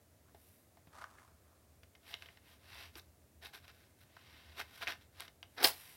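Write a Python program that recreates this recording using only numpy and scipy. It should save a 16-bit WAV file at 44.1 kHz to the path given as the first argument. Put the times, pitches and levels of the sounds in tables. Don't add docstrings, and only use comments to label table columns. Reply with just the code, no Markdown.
import sys
import numpy as np
from scipy import signal
from scipy.fft import rfft, irfft
from scipy.io import wavfile

SR = 44100
rng = np.random.default_rng(int(sys.argv[2]) if len(sys.argv) > 2 else 0)


def wav_out(sig):
    wavfile.write(sys.argv[1], SR, np.round(np.clip(np.atleast_2d(sig).T, -1, 1) * 32767).astype(np.int16))


N = 262836
TIME = np.arange(N) / SR

# peak time in seconds, level in dB before the mix,
# rise and fall in seconds (between half and full height), treble sheen in dB.
RUB_STROKES = [(2.987, -55, .027, 0.0087, 8), (3.43, -52.5, 0.0066, 0.0059, -2),
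               (3.456, -51, 0.015, .02, 2), (3.543, -51.5, 0.0077, 0.029, 2),
               (3.645, -60, 0.011, 0.011, -3), (3.695, -57.5, 0.014, 0.011, -4),
               (3.81, -68.5, 0.085, .06, 3), (4.015, -66.5, 0.023, 0.022, 6), (4.604, -42, 0.021, .012, 0),
               (4.76, -58, 0.043, 0.063, 4.5), (4.831, -40.5, 0.011, 0.0086, -3.5),
               (4.89, -40.5, .015, 0.026, -4), (5.03, -64, 0.019, 0.013, 0), (5.226, -55, 0.041, 0.029, 1)]
SLIDE_STROKES = [(.48, -76, .11, 0.14, 15), (2.125, -55, .058, 0.024, 0), (2.22, -64, 0.064, .11, -1),
                 (2.52, -64, .066, .038, .5), (2.81, -52.5, 0.11, 0.056, -3.5),
                 (4.35, -62, 0.18, 0.35, -6.5), (5.84, -60, 0.19, 0.17, 9)]
SCRAPE_STROKES = [(.28, -73, 0.019, 0.024, -1.5), (.99, -55, 0.04, 0.052, 3), (1.19, -64.5, 0.11, .085, 6),
                  (1.48, -75.5, 0.056, 0.14, 3)]
SKID_STROKES = [(5.582, -44, 0.0071, 0.03, -1), (5.626, -35.5, .014, 0.01, 0)]
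PAGE_STROKES = [(5.648, -28, 0.0069, 0.013, 2), (5.675, -36.5, 0.027, .02, 4.9)]
# start in seconds, level over 4 ms in dB before
# the mix, pitch in Hz, broadband snap in dB against the pitched ring.
PAPER_TICKS = [(.347, -55.5, 496, -11), (0.771, -61.5, 740, -8), (0.871, -54.5, 150, -24),
               (1.016, -50, 1200, -16), (1.0215, -47, 980, -10), (1.0412, -42, 1180, -11),
               (1.184, -57, 1560, -22), (1.833, -57.5, 2215, 6), (1.952, -58.5, 2335, -4),
               (2.1325, -49, 2600, -30), (2.1409, -37, 2800, -16), (2.2227, -46.5, 1990, -0.5),
               (2.259, -54, 2440, -2), (2.287, -52.5, 2150, -30), (2.372, -58, 2100, 0),
               (2.955, -49, 3670, 2), (2.958, -52, 336, -22), (2.996, -53.5, 3900, -17),
               (3.458, -46.5, 2900, -15), (3.68, -54.5, 3900, 14), (4.167, -52, 1380, -7),
               (4.613, -40.5, 1910, -14), (4.8192, -44, 2350, -18), (4.871, -35.5, 2200, -18),
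               (4.8758, -34.5, 2200, -5), (4.8818, -37.5, 2530, -15), (4.9216, -41.5, 1990, -2),
               (5.199, -46.5, 3450, 1), (5.2055, -41.5, 7800, 4.5), (5.221, -50, 3000, 12),
               (5.28, -51.5, 2600, 2), (5.429, -45.5, 2550, -3)]
# start in seconds, crack over 4 ms in dB,
# push into the wood in dB, treble sheen in dB.
COVER_SLAPS = [(5.6309, -33.5, -36.5, 12), (5.6435, -22.5, -34, 7), (5.646, -18, -22, 3.5),
               (5.6485, -24.5, -27.5, -16), (5.6532, -26, -32, -2), (5.6553, -29, -43, 18),
               (5.6742, -33.5, -43, -14)]
# pitch in Hz, relative level in dB, seconds to fade by 60 dB.
TABLE_MODES = [(150, -15.5, 0.2), (273, -18.5, 0.27), (409, -13, 0.18), (460, -1, 0.094), (520, 0, 0.16),
               (676, 3.5, 0.083), (721, -1.5, 0.098), (811, 6, 0.065), (1026, -7, 0.15), (1640, -4, 0.21),
               (2026, -2, 0.11), (2670, -8, 0.108), (3230, -4, 0.12), (3530, -15, 0.12), (3850, 3, 0.079),
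               (4350, -8, 0.15), (4650, -15, .14), (5150, 13, 0.073)]
# centre in Hz, width in Hz,
# relative level in dB.
HOLLOW_MODES = [(417, 54, 5.5), (692, 30, 6.5), (820, 12.5, 4.5), (1027, 65, 3.5), (1216, 57, -1.5),
                (1510, 140, 3), (1836, 40, -2.5), (2120, 63, 2), (2350, 58, -6), (2600, 130, -3.5),
                (2990, 28, -10), (3260, 35, 1), (3780, 540, -3), (5730, 230, -11), (11740, 1060, -5)]
# frequency in Hz, relative level in dB.
RUB_TONE = [(90, -48), (250, -10), (530, -11), (750, -3), (1100, -5.5), (1600, 0.5), (2500, -2.5),
            (3800, -3.5), (4600, -6), (5600, -6.5), (6600, -18.5), (9000, -15.5), (12800, -13.5),
            (16000, -21)]
SLIDE_TONE = [(90, -18), (300, -10), (700, -6.5), (1350, -7), (1700, -4), (2700, -3.5), (3900, -6),
              (4500, -7.5), (5600, -9), (6600, -21), (9000, -15.5), (13000, -13.5), (16000, -21)]
SCRAPE_TONE = [(90, -43), (150, -16), (400, -16.5), (700, -7.5), (900, -4), (1220, -0.5), (1800, -11.5),
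               (2450, -18), (3000, -20.5), (4500, -20.5), (10800, -30), (16000, -47)]
SKID_TONE = [(100, -42), (290, -5.5), (480, 0), (580, -12), (780, 7.5), (1050, -10), (1550, 1), (2100, -3),
             (2900, -14), (3900, -9), (5700, -13.5), (6700, -34), (13000, -25), (16000, -33)]
PAGE_TONE = [(90, -18), (270, -15), (700, 5.5), (1200, 3.5), (2500, 2), (4000, -5), (5500, 0), (6600, -9),
             (9000, -3.5), (11500, -3.5), (16000, -3)]
CRACK_TONE = [(100, -22.5), (600, -7), (1500, -3), (2800, 4.5), (4000, 0.5), (5500, 1.5), (6900, -17.5),
              (9000, -9), (12500, -9), (16000, -12.5)]
KNOCK_TONE = [(60, -8), (160, -11), (330, -4), (650, 5.5), (1200, -0.5), (2000, 0), (3500, -8.5),
              (16000, -54)]
AIR_TONE = [(15, -63), (25, -28), (61, -10), (84, -1.5), (166, -13.5), (249, -12.5), (463, -17.5),
            (641, -15.5), (796, -22.5), (911, -24.5), (1480, -27), (1700, -26.5), (3080, -32),
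            (11000, -30.5), (16000, -32)]
# time in seconds, level in dB before its trim.
DRONE_FADER = [(0.0, -85), (0.06, -73), (2.67, -71.5), (2.75, -63.5), (4.25, -77), (4.32, -67.5),
               (5.71, -69.5), (5.96, -78)]


def handling():
    rubs = friction(RUB_STROKES, RUB_TONE, slips_per_s=3200, grain_db=2.5, catch=1.13, hiss=0.54,
                    bass_db=4, bass_per_db=0.4)
    slides = friction(SLIDE_STROKES, SLIDE_TONE, slips_per_s=6000, grain_db=1.5, catch=1.37, hiss=0.88,
                      bass_db=-3.5, squareness=2.03)
    scrapes = friction(SCRAPE_STROKES, SCRAPE_TONE, slips_per_s=1500, grain_db=3.5, catch=1, hiss=0.8)
    rubs = hollow(rubs, depth_db=0.5, trim_db=-3.5)
    slides = hollow(slides, depth_db=-4.5, trim_db=-2)
    ticks = hollow(crease_ticks(), depth_db=-3, trim_db=-2.5)
    return rubs + scrapes + table_bounce(slides + ticks)


def friction(strokes, tone, slips_per_s, grain_db, catch, hiss, bass_db=0, bass_per_db=0,
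             squareness=1.59):
    out = np.zeros(N)
    t = np.arange(-32768, 32768) / SR
    grip_times = np.linspace(t[0], t[-1], 512)
    firmest_db = max(stroke[1] for stroke in strokes)
    for peak_s, db, rise, fall, sheen_db in strokes:
        white, direction, strength, grip = rng.standard_normal((4, len(t)))
        swell = .5 ** (np.abs(t / np.where(t < 0, rise, fall)) ** squareness)
        slipping = rng.random(len(t)) < slips_per_s / SR
        slips = slipping * np.sign(direction) * undb(2 * grain_db * np.minimum(np.abs(strength), 2))
        bunching = undb(catch * grain_db * np.interp(t, grip_times, grip[:len(grip_times)]))
        texture = (slips / slips.std() + hiss * white) * bunching
        force = unit(texture * swell) * np.linalg.norm(swell)
        thinning_db = bass_per_db * (firmest_db - db)
        sound = undb(db) * through(force, colour(tone, bass_db - thinning_db, sheen_db))
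        early_samples = max(int((-t[0] - peak_s) * SR), 0)
        add(out, peak_s + t[0], sound[early_samples:])
    return out


def crease_ticks(crumple_mix=0.29, release_s=0.00055, knock_s=0.01, middling_db=-47.5, middling_hz=2200,
                 overtone_ratio=1.37, overtone_db=-9, size=4096):
    out, t = np.zeros(N), np.arange(size) / SR
    crack, block = colour(CRACK_TONE, sheen_db=-2), colour(KNOCK_TONE)
    for start, db, hz, snap_db in PAPER_TICKS:
        fibres, leaves = rng.standard_normal((2, size))
        softer_db = middling_db - db
        decay_s = 0.00195 * (middling_hz / hz) ** 0.19 * undb(0.36 * softer_db)
        knock_db = -9.5 + 0.41 * softer_db
        crumple = fibres * np.exp(-t / decay_s) * (1 - np.exp(-t / release_s))
        force = (t == 0) + crumple_mix * crumple
        width_hz = hz / 0.98 * undb(0.67 * snap_db)
        patch = resonate(resonate(force, hz, width_hz), hz, hz)
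        overtone = resonate(patch, overtone_ratio * hz, width_hz=310)
        ring = unit(unit(patch) + undb(overtone_db) * unit(overtone))
        tick = unit(ring + undb(snap_db) * unit(through(force, crack)))
        knock = unit(through(leaves * np.exp(-t / knock_s), block))
        add(out, start, hit_gain(db) * (tick + undb(knock_db) * knock))
    return out


def hollow(x, depth_db, trim_db):
    resonance = sum(undb(db) * resonate(x, hz, width) for hz, width, db in HOLLOW_MODES)
    return undb(trim_db) * (x + undb(depth_db) * resonance)


def landing(slap_ring_db=-5, skid_ring_db=-14, thud_db=-9):
    cracks, pushes = cover_slaps()
    skid = friction(SKID_STROKES, SKID_TONE, slips_per_s=4400, grain_db=4, catch=0.96, hiss=0.52,
                    bass_db=5, bass_per_db=0.9)
    pages = friction(PAGE_STROKES, PAGE_TONE, slips_per_s=6800, grain_db=2.5, catch=0.8, hiss=0.75,
                     bass_db=9, bass_per_db=0.4)
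    wood = table_ring(undb(slap_ring_db) * pushes + undb(skid_ring_db) * skid)
    return cracks + wood + undb(thud_db) * page_thud(pushes) + skid + pages


def cover_slaps(contact_s=0.00058, flex_hz=4000, flex_db=3, size=2048):
    cracks, pushes, t = np.zeros(N), np.zeros(N), np.arange(size) / SR
    for start, crack_db, push_db, sheen_db in COVER_SLAPS:
        contact = (t == 0) + 0.33 * rng.standard_normal(size) * np.exp(-t / contact_s)
        flex = undb(flex_db) * resonate(contact, flex_hz, width_hz=1500)
        crack = through(contact + flex, colour(CRACK_TONE, sheen_db=sheen_db))
        add(cracks, start, hit_gain(crack_db) * unit(crack))
        add(pushes, start, np.array([hit_gain(push_db)]))
    return cracks, pushes


def page_thud(pushes, hz=400, width_hz=380):
    thud = resonate(resonate(signal.unit_impulse(2048), hz, width_hz), hz, 2 * width_hz)
    return through(pushes, unit(thud))


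def table_ring(force):
    t = np.arange(16384) / SR
    modes = [undb(db) * np.cos(2 * np.pi * hz * t) * undb(-60 * t / t60) for hz, db, t60 in TABLE_MODES]
    return through(force, unit(sum(modes[::2]) - sum(modes[1::2])))


def table_bounce(x, delay_s=0.00104, echo_db=-18.5):
    echo = np.interp(TIME - delay_s, TIME, x)
    return (x + undb(echo_db) * echo) / np.hypot(1, undb(echo_db))


def room(x, build_s=0.0052, t60_s=0.22, wet_db=-12):
    t = np.arange(16384) / SR
    envelope = (1 - np.exp(-(t / build_s) ** 2)) * undb(-60 * t / t60_s)
    tail = unit(rng.standard_normal(len(t)) * envelope)
    return x + undb(wet_db) * through(x, tail)


def background(air_db=-67.5, drone_hz=77.6, width_hz=17.3, drone_trim_db=0.5):
    air = through(rng.standard_normal(N), colour(AIR_TONE, size=8192))
    drone = resonate(resonate(rng.standard_normal(N), drone_hz, width_hz), drone_hz, 2 * width_hz)
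    drone_db = drone_trim_db + np.interp(TIME, *np.transpose(DRONE_FADER))
    return undb(air_db) * air + undb(drone_db) * drone / drone.std()


def colour(tone, bass_db=0, sheen_db=0, size=2048, bass_hz=750, sheen_hz=6300):
    hz = np.maximum(np.arange(size // 2 + 1) * SR / size, 1)
    curve_hz, curve_db = np.transpose(tone)
    gain = undb(np.interp(np.log(hz), np.log(curve_hz), curve_db))
    gain /= np.sqrt(np.mean(gain ** 2))
    shelves_db = bass_db / (1 + (hz / bass_hz) ** 4) + sheen_db / (1 + (sheen_hz / hz) ** 8)
    cepstrum = irfft(np.log(gain * undb(shelves_db)))
    cepstrum[1:size // 2] *= 2
    cepstrum[size // 2 + 1:] = 0
    return irfft(np.exp(rfft(cepstrum)))


def resonate(x, hz, width_hz):
    return signal.lfilter(*signal.iirpeak(hz, hz / width_hz, fs=SR), x)


def through(x, response):
    return signal.fftconvolve(x, response)[:len(x)]


def hit_gain(db):
    return undb(db) * np.sqrt(.004 * SR)


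def undb(db):
    return 10 ** (np.asarray(db) / 20)


def unit(x):
    return x / np.sqrt(np.sum(x ** 2))


def add(out, start_s, x):
    i = max(int(start_s * SR), 0)
    out[i:i + len(x)] += x[:max(N - i, 0)]


def scene():
    return (room(handling() + landing()) + background())[None]


def record(dry, ceiling=0.73, bass_hz=36, top_hz=15900):
    thinned = signal.sosfilt(signal.butter(2, bass_hz, "high", fs=SR, output="sos"), dry)
    rounded = ceiling * np.tanh(thinned / ceiling)
    return signal.sosfilt(signal.ellip(8, .2, 70, top_hz, fs=SR, output="sos"), rounded)


dry = scene()
out = record(dry)
wav_out(out)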